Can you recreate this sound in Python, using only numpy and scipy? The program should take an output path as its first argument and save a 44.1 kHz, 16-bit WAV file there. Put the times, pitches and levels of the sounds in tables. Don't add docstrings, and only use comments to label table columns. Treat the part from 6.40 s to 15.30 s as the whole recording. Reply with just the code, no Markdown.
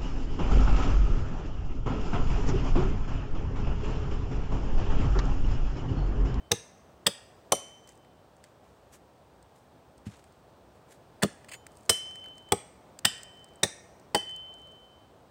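import sys
import numpy as np
from scipy import signal
from scipy.fft import rfft, irfft, next_fast_len
from scipy.io import wavfile
from scipy.ndimage import uniform_filter1d, map_coordinates

SR = 44100
rng = np.random.default_rng(int(sys.argv[2]) if len(sys.argv) > 2 else 0)


def master(y):
    cut = np.clip(np.atleast_2d(y).T, -1, 1)
    pcm = np.round(cut * 32767)
    wavfile.write(sys.argv[1], SR, pcm.astype(np.int16))


N = 392490
T = np.arange(N) / SR


def amp(db):
    return 10 ** (np.asarray(db) / 20)


def unit(x):
    return x / np.sqrt(np.mean(x ** 2) + 1e-20)


def along(points, hz):
    f, v = np.transpose(points)
    return np.interp(np.log(hz + 1), np.log(f + 1), v)


def level(rows):
    s, db = np.transpose(rows)
    return amp(np.interp(T, s, db, left=-200, right=-200))


def filtered(x, response):
    m = next_fast_len(x.shape[-1] + 4096)
    spectrum = rfft(x, m) * response(np.fft.rfftfreq(m, 1 / SR))
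    return irfft(spectrum, m)[..., :x.shape[-1]]


def resonances(modes):
    def response(f):
        return sum((-1) ** k * amp(db) * 1j * f * width / (hz * hz - f * f + 1j * f * width)
                   for k, (hz, width, db) in enumerate(modes))
    return response


def snaps(size, spread_db):
    return unit(rng.standard_normal(size) * amp(spread_db * rng.standard_normal(size)))


def clumps(rate, depth_db):
    steps = rng.standard_normal(int(N / SR * rate) + 4)
    return unit(amp(depth_db * map_coordinates(steps, [T * rate])))


def gesture(s, rise, hold, fall_db, db):
    past_hold = np.maximum(T - s - rise - hold, 0)
    return amp(db - fall_db * past_hold) * np.clip((T - s) / rise, 0, 1) ** 2


def ringing(modes, t, attack, scatter_db):
    t = np.maximum(t, 0)
    ring = sum(amp(db + scatter_db * rng.normal() - 60 * t / t60) * np.sin(2 * np.pi * hz * t)
               for hz, db, t60 in modes)
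    return (1 - np.exp(-t / attack)) * ring


def add(track, s, x):
    part = track[round(s * SR):][:len(x)]
    part += x[:len(part)]


# time in seconds, level in dB rms.
RUSH_LEVEL = [(0.0, -57), (1.16, -56), (1.61, -57.5), (4.24, -57), (4.93, -55.5), (8.01, -55.5), (8.9, -57)]
# frequency in Hz, relative level in dB.
RUSH_SPECTRUM = [(20, -18.5), (35, -5.5), (60, 3.5), (86, -1), (237, -6.5), (300, -7), (660, -5),
                 (1100, -12.5), (2130, -24.5), (3400, -26), (7400, -34), (8300, -30.5), (10900, -43.5),
                 (15600, -35.5)]


def rush():
    z = signal.stft(rng.standard_normal(N), nperseg=512)[2]
    across_hz = uniform_filter1d(rng.standard_normal(z.shape), size=6, axis=0)
    patches = uniform_filter1d(across_hz, size=14, axis=1)
    noise = signal.istft(z * amp(0.4 * unit(patches)), nperseg=512)[1][:N]
    return level(RUSH_LEVEL) * unit(filtered(noise, lambda hz: amp(along(RUSH_SPECTRUM, hz))))


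# start in seconds, end in
# seconds, level in dB, fade in dB per s, clang in dB above that level, t60 of the clang in seconds.
FREE_RINGS = [(0, 0.105, -70.5, 17, -30, .1), (1.12, 1.96, -46, 53.5, 17, .09),
              (5.091, 5.447, -62.5, 62, -30, .1), (5.494, 6.124, -37, 36.5, 10.5, .2),
              (6.648, 7.232, -46, 41.5, 10, .1), (7.748, 8.799, -34, 37, 0.5, .12)]
# time in seconds, speed towards the
# microphone in m/s.
HEAD_SWING = [(1.19, .3), (1.43, 1.05), (1.65, .2), (5.52, -.55), (5.73, .8), (5.87, -.3), (6.08, .4),
              (6.7, -.4), (6.9, .45), (7.03, -.2), (7.2, .3), (7.9, -.15), (8.15, .9), (8.3, .35),
              (8.55, .2)]
# time in seconds,
# change in dB, half length in seconds.
HEAD_TURNS = [(1.418, -10, 0.02), (1.55, -14, 0.032), (5.7, -0.5, 0.021), (5.805, -6, 0.0058),
              (5.86, 5.5, 0.042), (6.046, -4, 0.027), (6.1, 2.5, 0.036), (6.676, 11.5, 0.016),
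              (6.822, -10, 0.019), (6.956, -4, 0.014), (6.99, 6.5, .04), (7.821, -8, 0.0087),
              (7.855, -11, 0.015), (8.08, -2.5, 0.065), (8.191, -4, 0.038), (8.76, -11, 0.11)]
SING_HZ, SOUND_M_PER_S = 3061, 343


def singing():
    flutter_db = 0.91 * map_coordinates(rng.standard_normal(400), [T * 40])
    heard_hz = SING_HZ * (1 + np.interp(T, *np.transpose(HEAD_SWING)) / SOUND_M_PER_S)
    ring = np.zeros(N)
    for s, end, db, fade_db, clang_db, t60 in FREE_RINGS:
        since = np.abs(T - s)
        fade = amp(-fade_db * since)
        clang = amp(clang_db - 60 * since / t60)
        ring += (T >= s) * (T < end) * amp(db) * (fade + clang)
    facing_db = sum(db * np.exp(-((T - s) / half) ** 2) for s, db, half in HEAD_TURNS)
    gain = amp(flutter_db + facing_db) * uniform_filter1d(ring, size=60)
    return np.sqrt(2) * gain * np.sin(2 * np.pi * np.cumsum(heard_hz) / SR)


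# frequency in Hz, width in Hz, relative level in dB.
FIBRE_RESONANCES = [(2100, 4200, -12.5), (3466, 730, -5.5), (4310, 480, -5.5), (5070, 600, -4.5),
                    (6420, 370, -1.5), (7810, 870, 0), (8757, 590, 2), (9720, 1700, -23.5),
                    (15100, 1500, -12.5), (15400, 410, -24.5)]
TREBLE_FROM_HZ, TREBLE_FULL_HZ, NOTE_WIDTH_HZ = 3600, 5860, 260


def tearing(stroke, treble_db, chip_notes):
    modes = [(hz, NOTE_WIDTH_HZ, db) for hz, db in chip_notes]
    for hz, width, db in FIBRE_RESONANCES:
        tilt_db = np.interp(hz, [TREBLE_FROM_HZ, TREBLE_FULL_HZ], [0, treble_db])
        modes.append((hz, width, db + tilt_db))
    return stroke * unit(filtered(snaps(SR, spread_db=0.5), resonances(sorted(modes))))


def reach(hz, centre_hz, octaves, db):
    return amp(db - 12 * (np.log2(hz / centre_hz) / octaves) ** 2)


# frequency in Hz, relative level in dB.
POLE_MODES = [(110, 0), (160, -4), (200, 0), (250, -5), (334, -3), (410, -5), (470, -3), (560, -3),
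              (650, -4), (740, -3), (818, 0), (950, -8), (1100, -3), (1240, -2), (1340, -2), (1590, -6),
              (1730, -3), (1850, 0), (1960, -5)]
# frequency in Hz, t60 in seconds.
WOOD_DAMPING = [(110, .07), (200, .085), (500, .055), (1100, .035), (2000, .03)]
STOP_OVER_RISE = 1.4


def knocked_pole(stroke, rise, parts, t):
    struck = []
    for hz, db in POLE_MODES:
        push_db = 20 * np.log10(sum(reach(hz, *part) for part in parts))
        struck.append((hz, db + push_db, along(WOOD_DAMPING, hz)))
    force = amp(-27) * stroke * rng.standard_normal(SR)
    force[0] -= .5
    force[round(STOP_OVER_RISE * rise * SR)] -= 1
    response = ringing(struck, t[:SR // 5], attack=.001, scatter_db=1.5)
    wood = signal.fftconvolve(force / np.linalg.norm(force), response)[:SR]
    return filtered(wood, lambda f: (1j * f / (85 + 1j * f)) ** 2)


# frequency in Hz, relative level in dB, t60 in seconds.
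STEEL_MODES = [(5884, -6, .3), (6988, -14, .2), (8856, -2, .25), (11070, -26, .15), (12570, -17, .18)]


def rattling_head(rise, t):
    rattle = unit(uniform_filter1d(rng.standard_normal(SR), size=200))
    return rattle * ringing(STEEL_MODES, t - rise, attack=.002, scatter_db=2)


# frequency in Hz, t60 of its quick part in seconds.
TRUNK_ECHO = [(200, .2), (1000, 0.2), (2000, .45), (3700, 0.21), (6000, 0.33), (9000, 0.24), (15000, 0.083)]


def echo(x):
    hz, t, z = signal.stft(rng.standard_normal(len(x)), SR, nperseg=256)
    t60 = along(TRUNK_ECHO, hz)[:, None]
    near = amp(-60 * t / t60)
    far = amp(-6.0) * amp(-24 * t / t60)
    tail = signal.istft(z * (near + far), SR, nperseg=256)[1]
    delayed = np.pad(x, (round(0.0074 * SR), 0))
    return signal.fftconvolve(delayed, tail / np.linalg.norm(tail))[:len(x)]


# start in seconds; the pole's thud, knock and click, each centre in Hz and
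# level in dB; tearing level in dB, its treble in dB above that, rise in seconds, t60 in seconds;
# two notes of the chip, each in Hz and relative level in dB among the fibres; steel level in dB;
# echo level in dB.
BLADE_CONTACTS = [(0.1119, 130, -20.5, 495, -17, 1165, -26, -15, -13.5, 0.0061, 0.02, 3660, 0.5, 6290, -2, -58.5, -17),
                  (0.6628, 177, -26, 483, -22, 1845, -16.5, -13, -9.5, .005, 0.029, 3460, 7.5, 7880, 2, -72, -18),
                  (1.12, 200, -19, 606, -11.5, 1160, -12, -16, -6, 0.0014, 0.028, 5970, 1.5, 7950, -5, -29.5, -15.5),
                  (4.82, 296, -45, 790, -25.5, 1840, -19.5, -26.5, -11.5, 0.0051, 0.076, 3440, 1.5, 2954, -2.5, -52, -19.5),
                  (4.83, 180, -14.5, 448, -12.5, 1300, -12, -22.5, -7, 0.0034, 0.017, 5240, -2, 8810, -1, -45, -19.5),
                  (5.493, 128.3, -20, 520, -19, 1330, -16, -12.5, -7.5, .0024, 0.04, 5160, 2, 8220, 3.5, -27.5, -15),
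                  (6.1199, 136, -17, 573, -10.5, 1210, -15, -15, -11.5, .0018, 0.019, 3360, 3.5, 8380, 3, -50, -17),
                  (6.647, 140, -27, 700, -26, 1750, -18, -11, -10.5, 0.0053, 0.02, 3380, 5, 8550, 2.5, -43, -15),
                  (7.23, 129, -23.5, 600, -15, 1837, -20.5, -15.5, -6, 0.0038, 0.032, 3680, 3, 5870, -2, -48, -15.5),
                  (7.7457, 267, -20, 680, -9.5, 1748, -15.5, -23, -11.5, .0014, 0.04, 4600, 1, 8640, -3, -35.5, -16)]
THUD_OCT, KNOCK_OCT, CLICK_OCT = 1, .8, .25
HOLD_S = .002


def blows():
    out, t = np.zeros(N), np.arange(SR) / SR
    for (s, thud_hz, thud_db, knock_hz, knock_db, click_hz, click_db, tear_db, treble_db, rise, t60,
         note_hz, note_db, other_hz, other_db, steel_db, echo_db) in BLADE_CONTACTS:
        fall_db = -60 * np.maximum(t - rise - HOLD_S, 0) / t60
        stroke = np.minimum(t / rise, 1) ** 3 * amp(fall_db)
        chip_notes = [(note_hz, note_db), (other_hz, other_db)]
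        parts = [(thud_hz, THUD_OCT, thud_db), (knock_hz, KNOCK_OCT, knock_db),
                 (click_hz, CLICK_OCT, click_db)]
        tear = amp(tear_db) * tearing(stroke, treble_db, chip_notes)
        wood = knocked_pole(stroke, rise, parts, t)
        steel = amp(steel_db) * rattling_head(rise, t)
        scattered = echo(tear + steel + amp(-3.0) * wood)
        add(out, s, tear + wood + steel + amp(echo_db) * scattered)
    return out


# start in seconds, rise in seconds, hold in seconds, fall in
# dB per s, level of the crisp part in dB, dull part in dB above that.
RUSTLES = [(1.45, .04, 0.011, 220, -65, 0.5), (2.028, 0.0089, .005, 250, -67.5, 3.5),
           (2.21, .03, 0.022, 60, -77, 2), (2.5, 0.033, 0.025, 904, -56.5, -4),
           (3.139, 0.021, 0.0046, 200, -70, -4), (3.648, 0.015, 0.0063, 500, -57.5, 3),
           (3.677, 0.024, 0.063, 87, -68.5, 1), (3.714, 0.011, 0.0069, 400, -69.5, 9),
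           (4.33, 0.023, .01, 501, -72, -3), (4.465, 0.053, .005, 400, -59, -2.1),
           (5.28, .03, 0.21, 305, -75, -17)]


def rustle():
    crackle = snaps(N, spread_db=5) * clumps(150, depth_db=2.5)
    crisp = unit(filtered(crackle, resonances([(8000, 3100, 12.5), (14000, 2100, -35.5)])))
    dull_modes = [(1490, 1100, 12.0), (2670, 3100, 9.5), (4625, 1400, -13.5)]
    dull = unit(filtered(crackle, resonances(dull_modes)))
    return sum(gesture(*shape) * (crisp + amp(dull_db) * dull) for *shape, dull_db in RUSTLES)


# start in seconds, level in dB, dull part in dB above that.
CHIP_LANDINGS = [(1.474, -43, -7), (1.49, -36.5, -11), (1.647, -59, 9), (1.966, -53, -9),
                 (2.0396, -42.5, -1), (3.026, -48, -11), (3.579, -46, -17), (3.768, -47, -15),
                 (3.7764, -53, -14), (3.84, -46.5, -1), (3.9225, -50.5, -31), (5.045, -43, 3.5),
                 (5.266, -34.5, -1.5), (5.3178, -49, -16), (5.3532, -49, -14), (5.3702, -40.5, -28),
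                 (5.4081, -49, -26), (5.4316, -51, -17), (5.46, -44, -17), (5.7097, -44, 3),
                 (5.756, -37.5, -4), (5.8411, -46, 5), (5.8591, -54, 17), (5.884, -48, -1),
                 (5.98, -39.5, -8), (6.088, -47, -4), (6.5892, -28, -8), (6.7794, -39, -16),
                 (6.8317, -29, -15), (7.043, -38, -15), (7.085, -53, -18), (7.157, -46.5, -13),
                 (7.597, -48.5, -21), (7.8141, -45, -9), (7.8932, -42, 3.5), (7.9094, -45, -4),
                 (7.9622, -38.5, -23), (8.139, -43, -11.5), (8.2167, -50, -14)]
# shortest and longest, in seconds.
CRUMB_FALL = (0.3, .6)
CRUMBS, CRUMB_DB, CRUMB_SPREAD_DB, CRUMB_DULL_DB = 5, -53, 1, -14
CHIP_T60_S = .012


def chips():
    out, t = np.zeros(N), np.arange(SR // 10) / SR
    crisp = resonances([mode for mode in FIBRE_RESONANCES if mode[0] > 4000])
    body = resonances([(1877, 520, 0)])
    crumbs = [(s + rng.uniform(*CRUMB_FALL), rng.normal(CRUMB_DB, CRUMB_SPREAD_DB), CRUMB_DULL_DB)
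              for s, *_ in FREE_RINGS if s > 0 for _ in range(CRUMBS)]
    decay = (1 - np.exp(-t / 0.0012)) * amp(-60 * t / CHIP_T60_S)
    for s, db, dull_db in CHIP_LANDINGS + crumbs:
        tick = unit(filtered(snaps(len(t), spread_db=6.5), crisp))
        dull = unit(filtered(snaps(len(t), spread_db=1.0), body))
        add(out, s, amp(db) * decay * (tick + amp(dull_db) * dull))
    return out


# start in seconds, level in dB, t60 in seconds.
POLE_BUMP = [(3.667, -29, 0.09)]


def bump():
    out, t = np.zeros(N), np.arange(SR // 2) / SR
    for s, db, t60 in POLE_BUMP:
        low_modes = [(hz, mode_db, t60) for hz, mode_db in POLE_MODES[:3]]
        add(out, s, -amp(db) * ringing(low_modes, t, attack=.002, scatter_db=1))
    return out


# start in seconds, rise in seconds, hold in
# seconds, fall in dB per s, level in dB.
DRAG_TUGS = [(5.082, 0.0055, .002, 900, -46.5), (5.109, 0.01, 0.03, 1500, -43)]


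def drag():
    scrape = snaps(N, spread_db=5) * clumps(200, depth_db=3)
    grit = unit(filtered(scrape, resonances([(2190, 1300, 4.8)] + FIBRE_RESONANCES[1:])))
    out = sum(gesture(*tug) for tug in DRAG_TUGS) * grit
    t = np.arange(SR // 2) / SR
    faint_db = [-75, -52.5, -66, -70, -64]
    faint = [(hz, db, t60) for (hz, _, t60), db in zip(STEEL_MODES, faint_db)]
    add(out, 5.146, ringing(faint, t, attack=.003, scatter_db=1))
    return out


def scene():
    return (blows() + singing() + chips() + drag() + rustle() + bump() + rush())[None]


BASS_CUT_HZ, TOP_HZ = 58, 16000


def record(dry):
    def microphone(hz):
        f = hz / BASS_CUT_HZ
        bass_cut = ((1j * f) ** 2 / (1 + np.sqrt(2) * 1j * f - f ** 2)) ** 2
        return bass_cut * np.clip((TOP_HZ + 800 - hz) / 1100, 0, 1) ** 3
    return filtered(dry, microphone)


dry = scene()
out = record(dry)
master(out)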